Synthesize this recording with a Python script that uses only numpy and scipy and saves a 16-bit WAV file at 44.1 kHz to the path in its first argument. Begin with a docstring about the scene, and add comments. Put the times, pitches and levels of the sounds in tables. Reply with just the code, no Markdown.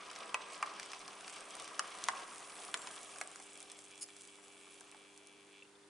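"""A small room with a model railway, the microphone about 0.3 m from the track.
A model diesel rolls up from under a metre away and slows to a stop. Its wheels drum on the baseboard,
knock over rail joints, tick on grit and squeak once; the pickup wipers sing thinly on them.
At a crawl the pulsed motor buzzes through the body shell until the drive cuts out with a soft click.
Mains hum and faint hiss lie behind it all."""
import sys
import numpy as np
from scipy import signal
from scipy.fft import rfft, irfft, next_fast_len
from scipy.io import wavfile
from scipy.ndimage import uniform_filter1d, map_coordinates

SR = 44100
rng = np.random.default_rng(int(sys.argv[2]) if len(sys.argv) > 2 else 0)


def put_to_file(sound):
    """Save the sound as 16-bit audio at rate SR, in the file named by the first command-line argument."""
    columns = np.atleast_2d(sound).T  # one column per channel
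    safe = np.clip(columns, -1, 1)
    whole_steps = np.round(safe * 32767)
    wavfile.write(sys.argv[1], SR, whole_steps.astype(np.int16))


N = 259737
TIME = np.arange(N) / SR

# mains hum and faint whine: (frequency [Hz], rms level [dB])
HUM_LINES = [(100, -91), (150, -89), (200, -80.5), (300, -72.5), (400, -69), (500, -83), (7800, -93),
             (8759, -85)]
# decay of the room: (frequency [Hz], t60 [s])
ROOM_DECAY = [(200, 0.16), (1000, 0.91), (3000, 1), (10000, 0.44)]
# spectral shapes: (frequency [Hz], relative level [dB])
ROOM_SPECTRUM = [(200, 11), (1200, -1.5), (3000, -11), (10000, -32)]  # reverberation
AIR_SPECTRUM = [(15, -63), (25, -33.5), (169, -19.5), (192, -29), (229, -15.5), (296, -14.5), (362, -9.5),
                (401, -14), (433, -12.5), (685, -18.5), (819, -14), (7700, -26), (11000, -28), (14300, -65),
                (22000, -120)]  # room tone
RUMBLE_SPECTRUM = [(60, -20.5), (160, -11.5), (300, -5.5), (520, 0), (720, 5.5), (900, -2), (1200, -0.5),
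                   (1600, -3), (2100, -5.5), (2700, -8), (3300, -29), (4500, -22), (9000, -33)]  # wheel treads
RAIL_SPECTRUM = [(1200, -50), (2200, 5), (3300, 5), (4200, -0.5), (5200, 1.5), (6300, -2), (7200, -15),
                 (9000, -7), (11000, -38)]  # rail hiss
GEAR_SPECTRUM = [(4000, -17), (6800, -3.5), (7900, 1.5), (8800, -0.5), (9500, 0), (10200, -2.5),
                 (11000, -7)]  # gear sizzle
CRACK_SPECTRUM = [(400, -24), (1500, 2.5), (2400, -4), (3300, -10), (4200, -8.5), (5100, -1.5),
                  (6700, -5.5), (8500, -7.5), (11000, -14)]  # hard contact
GRIT_SPECTRUM = [(500, -21), (2000, -33), (3500, 0), (5000, -3), (6500, 3.5), (8400, 5), (9700, 5.5),
                 (11000, -5.5)]  # bright ticks and crackle
# resonances: (frequency [Hz], width [Hz], relative level [dB])
TRACK_MODES = [(529, 16, -0.5), (716, 58, -5), (1019, 41, 0.5), (1125, 85, 3), (1218, 92, 2.5),
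               (1390, 47, -13), (1593, 46, -0.5), (1890, 140, -9), (2580, 43, -33)]  # track on its board
SHELL_MODES = [(2318, 87, 12.5), (2570, 120, 0.5), (2750, 120, -2.5), (2980, 71, 0), (3305, 100, 2),
               (3395, 86, -7), (3960, 220, -2.5)]  # plastic body shell
FLANGE_MODES = [(3070, 600, -10.5), (5280, 160, 7), (6770, 600, 0.5), (8450, 470, 0), (9860, 240, 5.5),
                (11300, 400, -18)]  # squeaking wheel
# ringing of struck parts: (ratio to the blow's pitch, relative level [dB], t60 [s])
BOARD_MODES = [(.62, -28.5, 0.09), (.72, -13, 0.042), (.91, -8.5, 0.039), (1.0, -0.5, 0.029),
               (1.09, -7.5, 0.026), (1.35, -15, 0.04), (1.57, -20.5, 0.058)]
BOGIE_MODES = [(.77, -15, 0.066), (.9, -13, 0.053), (1.0, -1, 0.021), (1.13, -8, 0.014)]
ARMATURE_MODES = [(.93, 0, .018), (1.0, 4, 0.027), (1.07, -7, .018), (1.3, -1, 0.017)]
# the locomotive cruises, brakes and creeps: (time [s], speed [m/s])
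LOCO_SPEED = [(0, 0.21), (2.95, .2), (3.4, 0.12), (4.2, 0.082), (4.8, 0.07), (5.3, 0.045), (5.89, 0.029)]
# motor drive: (time [s], pulse rate [Hz])
PULSE_RATE = [(0, 87.5), (2.2, 86), (2.9, 87.5), (3.25, 90), (3.43, 93), (3.57, 91.5), (3.72, 94.6),
              (4.03, 95.8), (4.12, 94.1), (4.22, 95.7), (4.33, 95.4), (4.42, 96.2), (4.52, 92.5),
              (4.61, 90.5), (4.72, 91.9), (4.8, 91.2), (4.9, 95.7), (5.03, 97.5), (5.17, 98), (5.28, 97.4),
              (5.42, 97.7), (5.52, 98.4), (5.62, 98.1)]
# uneven rail contact makes the buzz dip or surge: (middle [s], length [s], gain [dB])
CONTACT_SWELLS = [(3.555, 0.052, 8), (3.72, 0.12, 1.5), (3.924, 0.14, 5), (4.048, 0.09, -24),
                  (4.1, 0.039, 7), (4.19, .04, -1), (4.23, 0.039, 0.5), (4.334, 0.063, 3),
                  (4.42, 0.034, -6), (4.603, 0.45, 2.5), (4.87, 0.055, -7), (5.463, 0.091, -4),
                  (5.575, 0.11, 3.5)]
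# clicks of the drive settling: (time [s], relative level [dB], pitch [Hz])
SETTLING_CLICKS = [(5.623, -45.5, 2680), (5.652, -56, 2800), (5.676, -61, 3520), (5.753, -57, 3500),
                   (5.834, -59, 3520)]
# spells of wiper singing: (middle [s], length [s], pitch [Hz], level [dB], width [Hz])
WIPER_SPELLS = [(0.356, 0.4, 8140, -67, 600), (1.45, 0.4, 8400, -66, 700), (2.473, 0.43, 9600, -66.5, 900),
                (4.614, 0.39, 9900, -71, 300)]
# wheel squeak: (start [s], end [s], level [dB])
FLANGE_SQUEAKS = [(4.010, 4.043, -44.5)]
# dirty stretches of rail: (middle [s], length [s], extra hiss [dB], extra crackle [dB])
DIRTY_RAIL = [(0.163, 0.18, 0.5, 9), (0.534, 0.11, 5.5, 11), (0.886, 0.36, 4, 6.5), (1.33, 0.2, 3, 8.5),
              (1.64, 0.14, 4, 5.5), (2.09, 0.49, 4.5, 3.5), (2.626, 0.044, 7, 4.5), (3.67, 0.46, 3.5, 1.5),
              (4.23, 0.3, 5, 7.5), (4.81, 0.33, 5.5, 5)]
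# the loudest grit: (time [s], relative level [dB], knock against that level [dB])
GRIT_TICKS = [(0.1126, -35.5, -10), (0.1595, -39, -1.5), (0.3022, -44, -15), (0.5212, -40, -10),
              (0.6609, -37, -10), (0.7372, -41.5, -8), (0.797, -39, 3.5), (0.8295, -39.5, -1),
              (0.8594, -36, -12), (0.9168, -43.5, 4), (1.0141, -38, -13), (1.0783, -43.5, 4.5),
              (1.2077, -36.5, -15), (1.2785, -36.5, -4.5), (1.296, -37.5, -3), (1.5055, -33, -18),
              (1.5514, -31.5, -18), (1.5978, -32, -18), (1.6207, -36, -15), (1.6432, -35, -7.5),
              (1.6772, -41, -2), (1.8766, -32, -18), (2.0386, -20, -29), (2.6486, -31, -12),
              (2.774, -30.5, -27), (2.9257, -53, -22), (2.9612, -34, -23), (3.03, -33, -18),
              (3.159, -47, 1.5), (3.1837, -31.5, -18), (3.273, -31, -33), (3.3577, -33.5, -12.5),
              (3.555, -41, -8), (3.5738, -39, -20), (3.6026, -33, -23), (3.6262, -30.5, -30),
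              (3.6985, -33, -19), (3.716, -30, -25), (3.789, -35, -17), (3.909, -40, -17),
              (3.977, -38.5, -26), (4.087, -48.5, -2.5), (4.164, -36.5, -20), (4.208, -41, -28),
              (4.2737, -39, -28), (5.175, -35, -28), (5.27, -39, -28)]
# rail joints and small bumps, at relative levels:
# (time [s], crack [dB], thud [dB], thud pitch [Hz], clack [dB], clack pitch [Hz])
RAIL_JOINTS = [(0.3440, -28, -21, 1036, -22, 2550), (0.627, -34.5, -19.5, 1176, -25.5, 2350),
               (0.933, -38.5, -37, 1090, -37.5, 2600), (1.7942, -25.5, -24, 1196, -30.5, 2910),
               (2.0856, -25, -17.5, 1084, -23.5, 2030), (2.687, -59, -37, 1140, -58, 2280),
               (2.742, -24.5, -30.5, 1145, -27, 2260), (2.8722, -36.5, -34.5, 1027, -37, 2500),
               (3.2132, -29.5, -34, 740, -29.5, 2170), (3.4, -45.5, -42, 796, -48, 2220),
               (4.385, -63, -49, 960, -56, 2040), (4.67, -69, -48, 1190, -65, 1930),
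               (4.811, -60, -49, 880, -49.5, 1590), (4.923, -60, -59, 1139, -44.5, 2630),
               (4.945, -69, -48, 850, -50, 1490)]
# swells of the baseboard under the wheels: (time [s], relative level [dB])
BOARD_LEVEL = [(0.0, -56), (0.2, -54), (0.62, -55), (0.74, -54.5), (0.89, -59.5), (1.28, -59.5),
               (1.55, -59.5), (1.72, -54.5), (1.9, -56), (2.1, -53.5), (2.48, -60), (2.68, -59.5),
               (2.79, -57.5), (3.51, -66.5), (4.04, -76), (4.92, -70), (5.31, -75.5), (5.89, -83)]
# the band where the shell radiates well: (low edge [Hz], high edge [Hz])
SHELL_BAND = [2436, 3810]

CRUISE_M_PER_S = 0.2
START_M, PASSING_M = 0.79, 0.31  # distance along the track at the start; from track to microphone
# levels at cruising speed; each slope is in dB per tenfold speed
RUMBLE_DB, RUMBLE_SLOPE = -61.5, 18.5
RAIL_DB, RAIL_SLOPE = -61, 28
DRUM_TRIM_DB, DRUM_SLOPE = -0.05, 4.5  # on top of BOARD_LEVEL
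GEAR_DB, GEAR_SLOPE, CRACKLE_DB = -70.5, 28, -2.5  # gears at 1 m; crackle against the gears
GEAR_LOSS_DB, BUZZ_LOSS_DB = 31.5, 8  # lost at tenfold distance
BUZZ_DB, MOTOR_OFF_S, MOTOR_FADE_S = -71.5, 5.64, 0.012  # buzz at 1 m; when and how fast it dies


def amp(db):
    """Decibels to gain."""
    return 10 ** (np.asarray(db) / 20)


def unit(x):
    """Scale to rms 1."""
    return x / np.sqrt(np.mean(x ** 2) + 1e-20)


def along(points, hz):
    """(Hz, value) points read on a log axis."""
    freqs, values = np.transpose(points)
    return np.interp(np.log(hz + 1), np.log(freqs + 1), values)


def curve(points):
    """(time, value) points read at every sample."""
    return np.interp(TIME, *np.transpose(points))


def swell(middle, length):
    """A rounded rise and fall, 0 to 1 and back."""
    return np.cos(np.pi * np.clip((TIME - middle) / length, -.5, .5))


def wobble(rate):
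    """A smooth random curve, rate knots a second."""
    coarse = TIME[::32]
    knots = rng.standard_normal(int(N * rate / SR) + 4)
    return np.interp(TIME, coarse, map_coordinates(knots, [coarse * rate]))


def filtered(x, response):
    """x through a complex frequency response."""
    n = x.shape[-1]
    padded = next_fast_len(n + 8192)
    return irfft(rfft(x, padded) * response(np.fft.rfftfreq(padded, 1 / SR)), padded)[..., :n]


def coloured(x, spectrum):
    """x shaped by a spectrum, at rms 1."""
    return unit(filtered(x, lambda hz: amp(along(spectrum, hz))))


def resonate(x, modes):
    """x through (Hz, width, dB) resonances, at rms 1."""
    def response(f):
        return sum(amp(db) * 1j * f * width / (hz * hz - f * f + 1j * f * width)
                   for hz, width, db in modes)
    return unit(filtered(x, response))


def patchy(depth_db):
    """White noise with patches of random gain in time and frequency."""
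    bins = signal.stft(rng.standard_normal(N), nperseg=512)[2]
    patches = uniform_filter1d(rng.standard_normal(bins.shape), size=5, axis=0)
    patches = uniform_filter1d(patches, size=20, axis=1)
    return unit(signal.istft(bins * amp(depth_db * unit(patches)), nperseg=512)[1][:N])


def add(track, s, sound):
    """Mix a sound into a track at time s."""
    part = track[max(round(s * SR), 0):][:len(sound)]
    part += sound[:len(part)]


def ring(modes, hz, t, attack):
    """Damped modes, struck together, at new strengths for each blow."""
    swing = sum(amp(db + rng.normal(0, 1) - 60 * t / t60) * np.sin(2 * np.pi * ratio * hz * t)
                for ratio, db, t60 in modes)
    return swing * (1 - np.exp(-t / attack))


def snap(spectrum, t, t60, tail_db, tail_t60):
    """A sharp burst of contact noise with a weak rattle after it."""
    burst = rng.choice([-1, 1], len(t)) * (amp(-60 * t / t60) + amp(tail_db - 60 * t / tail_t60))
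    return filtered(np.pad(burst, (16, 0)), lambda hz: 1.5 * amp(along(spectrum, hz)))[16:]


def low_cut(x, corner_hz=580):
    """A low cut thins the bass of the knocks and ticks."""
    return signal.sosfilt(signal.butter(2, corner_hz, "highpass", fs=SR, output="sos"), x)


def journey():
    """Speed in decades against cruising, and distance from the microphone in decades against 1 m."""
    speed = curve(LOCO_SPEED)
    distance = np.hypot(START_M - np.cumsum(speed) / SR, PASSING_M)
    return np.log10(speed / CRUISE_M_PER_S), np.log10(distance)


def dirt():
    """Extra rail hiss and extra crackle on the dirty stretches, in dB."""
    return sum(np.outer([hiss_db, crackle_db], swell(s, length))
               for s, length, hiss_db, crackle_db in DIRTY_RAIL)


def room_tone():
    """Mains hum of the power supply over the hiss of the room."""
    clock = TIME + .00002 * wobble(27)  # slight unsteadiness blurs the high lines most
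    hum = np.zeros(N)
    for hz, db in HUM_LINES:
        peak = np.sqrt(2) * amp(db + 0.24 * wobble(3.48))
        hum += peak * np.sin(2 * np.pi * hz * clock + rng.uniform(0, 2 * np.pi))
    mid, side = coloured(rng.standard_normal((2, N)), AIR_SPECTRUM)
    return hum + amp(-67) * (mid + amp(-4.5) * np.array([side, -side]))


def room_reverb(x):
    """The walls answer; each frequency dies at its own speed, nearly alike left and right."""
    hz, t, bins = signal.stft(rng.standard_normal((2, SR // 2)), SR, nperseg=256)
    tail = signal.istft(bins * amp(-60 * t / along(ROOM_DECAY, hz)[:, None]), SR, nperseg=256)[1]
    tail = np.pad(tail / np.linalg.norm(tail[0]), ((0, 0), (SR // 200, 0)))  # arrives 5 ms late
    reverb = signal.fftconvolve(x[None], tail, axes=1)[:, :N]
    mid, side = filtered(reverb, lambda hz: amp(along(ROOM_SPECTRUM, hz)))
    return mid + amp(-7.5) * np.array([side, -side])


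def scenery_echoes(x, t60=0.09):
    """Platform and buildings send back early echoes that differ left and right."""
    t = TIME[:SR // 16]
    echoes = rng.standard_normal(len(t)) * amp(-60 * t / t60) * (t > .002)
    side = signal.fftconvolve(x, echoes / np.linalg.norm(echoes))[:N]
    return np.array([side, -side])


def wipers(edge_s=0.02):
    """Pickup wipers catch and sing on the wheels; friction blurs each note into a narrow band."""
    out = np.zeros(N)
    for s, length, hz, db, width_hz in WIPER_SPELLS:
        contact = np.clip((length / 2 - np.abs(TIME - s)) / edge_s, 0, 1)
        note = unit(filtered(rng.standard_normal(N), lambda f: np.exp(-(2 * (f - hz) / width_hz) ** 2)))
        out += amp(db) * contact * note
    return amp(2.4 * wobble(15)) * out


def flange():
    """A wheel flange sticks and slips against the rail in one short squeak."""
    gate = sum(amp(db) * np.clip(np.minimum(TIME - start, end - TIME) / .005 + .5, 0, 1)
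               for start, end, db in FLANGE_SQUEAKS)
    return gate * resonate(rng.standard_normal(N), FLANGE_MODES) * amp(2.8 * wobble(300))


def gears(tick_t60=0.01, jitter_s=0.0009):
    """Gears sizzle and, with the pickups, tick twice a motor pulse; louder when fast and close."""
    pace, far = journey()
    level_db = GEAR_DB + GEAR_SLOPE * pace - GEAR_LOSS_DB * far
    sizzle = amp(level_db + 2.3 * wobble(200)) * coloured(patchy(depth_db=3), GEAR_SPECTRUM)
    tick_count = 2 * np.cumsum(curve(PULSE_RATE)) / SR
    onsets = np.flatnonzero(np.diff(np.floor(tick_count)))
    size, shift = rng.uniform(-1, 1, (len(onsets), 2)).T
    size_db = 10 * size + np.resize([6, -4, 2, -4], len(onsets))  # an uneven four-tick pattern
    onsets = np.clip(onsets + (shift * jitter_s * SR).astype(int), 0, N - 1)
    kicks = np.bincount(onsets, amp(size_db), N)
    bursts = signal.fftconvolve(kicks, amp(-60 * TIME[:SR // 20] / tick_t60))[:N]
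    crackle = coloured(bursts * rng.standard_normal(N), GRIT_SPECTRUM)
    return sizzle + amp(level_db + CRACKLE_DB + dirt()[1]) * crackle


def settling():
    """The drive stops with a soft click, then ticks faintly a few times."""
    out, t = np.zeros(N), TIME[:SR // 16]
    for s, db, hz in SETTLING_CLICKS:
        add(out, s, amp(db - 2.5) * ring(ARMATURE_MODES, hz, t, attack=0.0011))
    return out


def buzz_gain():
    """The buzz grows toward the microphone, wavers with the current and ends when the drive is cut."""
    contact_db = sum(db * swell(s, length) for s, length, db in CONTACT_SWELLS) + 1.1 * wobble(22.1)
    powered = np.clip((MOTOR_OFF_S - TIME) / MOTOR_FADE_S, 0, 1)
    return powered * amp(BUZZ_DB - BUZZ_LOSS_DB * journey()[1] + contact_db)


def motor():
    """Each pulse of current kicks the armature and rings the body shell; it rattles less at a crawl."""
    rate = curve(PULSE_RATE) * (1 + .0008 * wobble(25))
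    lag = (np.cumsum(rate) / SR % 1 - .5) * SR / rate  # samples from the nearest pulse
    kicks = np.sinc(lag) * np.exp(-(lag / 10) ** 2)
    rattle = rng.standard_normal(N) * np.exp(-np.abs(lag) / (0.0015 * SR)) * (lag > 0)
    looseness = np.interp(TIME, [3.0, 4.4], [.9, .15])
    force = (unit(kicks) + looseness * unit(rattle)) / np.sqrt(1 + looseness ** 2)
    band = signal.butter(3, SHELL_BAND, "bandpass", fs=SR, output="sos")
    shell = unit(signal.sosfilt(band, resonate(force, SHELL_MODES)))
    brushes = amp(-12) * coloured(rattle, CRACK_SPECTRUM)
    flutter_db = 3.2 * looseness * wobble(45)
    return buzz_gain() * amp(flutter_db) * (shell + brushes)


def stray_grit(count, level_db, spread_db, knock_db):
    """Finer grains lie at random along the track, met less often as the wheels slow; rows as GRIT_TICKS."""
    travelled = np.cumsum(curve(LOCO_SPEED))
    place, fineness, softness = rng.uniform(0, 1, (count, 3)).T
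    times = np.interp(place * travelled[-1], travelled, TIME)
    return np.column_stack([times, level_db - spread_db * fineness, knock_db - spread_db * softness])


def grit():
    """Grit under the wheels snaps brightly; the coarser grains also knock the bogie."""
    out, t = np.zeros(N), TIME[:SR // 16]
    strays = stray_grit(count=24, level_db=-45, spread_db=13, knock_db=-7)
    for s, db, knock_db in [*GRIT_TICKS, *strays]:
        tick = snap(GRIT_SPECTRUM, t, t60=0.0054, tail_db=-17.5, tail_t60=0.028)
        crack = snap(CRACK_SPECTRUM, t, t60=0.0089, tail_db=-7, tail_t60=0.031)
        clack = ring(BOGIE_MODES, 2340, t, attack=0.0005)
        add(out, s + 0.0014, amp(db - 10) * tick)
        add(out, s + 0.00072, amp(db + knock_db + 2.5) * crack)
        add(out, s + 0.00076, amp(db + knock_db - 8) * clack)
    return low_cut(out)


def joints(track_db=-23.5, track_t60=0.11):
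    """A wheel drops into a rail gap: steel cracks, the bogie clacks, the board thuds, the track rings."""
    out, t = np.zeros(N), TIME[:SR // 4]
    for s, crack_db, thud_db, thud_hz, clack_db, clack_hz in RAIL_JOINTS:
        crack = snap(CRACK_SPECTRUM, t, t60=0.005, tail_db=-9, tail_t60=0.024)
        clack = ring(BOGIE_MODES, clack_hz, t, attack=.0002)
        thud = ring(BOARD_MODES, thud_hz, t, attack=.0009)
        track = resonate(rng.standard_normal(len(t)), TRACK_MODES)
        add(out, s, amp(crack_db + 5) * crack)
        add(out, s + .0003, amp(clack_db - 1) * clack + amp(thud_db - 1.5) * thud)
        add(out, s + .0024, amp(thud_db + track_db - 60 * t / track_t60) * track)
    return low_cut(out)


def wheels():
    """Rough wheel treads rumble, drum on the board and hiss on the rails."""
    pace = journey()[0]
    board_db = curve(BOARD_LEVEL)
    swell_db = 0.32 * (board_db - board_db.mean())  # the rumble partly follows the board
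    rumble_db = RUMBLE_DB + RUMBLE_SLOPE * pace + swell_db
    drum_db = board_db + DRUM_TRIM_DB + DRUM_SLOPE * pace
    rail_db = RAIL_DB + RAIL_SLOPE * pace + dirt()[0]
    shudder_db = wobble(30.57)
    bumps = amp(shudder_db + 1.6 * wobble(120))
    rumble = amp(rumble_db) * bumps * coloured(patchy(depth_db=2), RUMBLE_SPECTRUM)
    drum = amp(drum_db) * resonate(bumps * rng.standard_normal(N), TRACK_MODES)
    flicker_db = shudder_db + 3.66 * wobble(150)
    hiss = amp(rail_db + flicker_db) * coloured(patchy(depth_db=1.13), RAIL_SPECTRUM)
    return rumble + drum + hiss


def scene():
    """The locomotive close up, a hair right of centre, with the layout and the room around it."""
    loco = wheels() + gears() + motor() + joints() + grit() + flange() + wipers() + settling()
    direct = loco * amp([[-.15], [.15]])
    return direct + amp(-11) * scenery_echoes(loco) + amp(-9.5) * room_reverb(loco) + room_tone()


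def record(dry):
    """The treble is cut off steeply near 11 kHz, with a faint skirt above it."""
    def response(hz):
        passband = (1 + (hz / 11040) ** 260) ** -.5
        skirt = amp(-39) / (1 + (hz / 15000) ** 18)
        return np.maximum(passband, skirt)
    return filtered(dry, response)


dry = scene()
out = record(dry)
put_to_file(out)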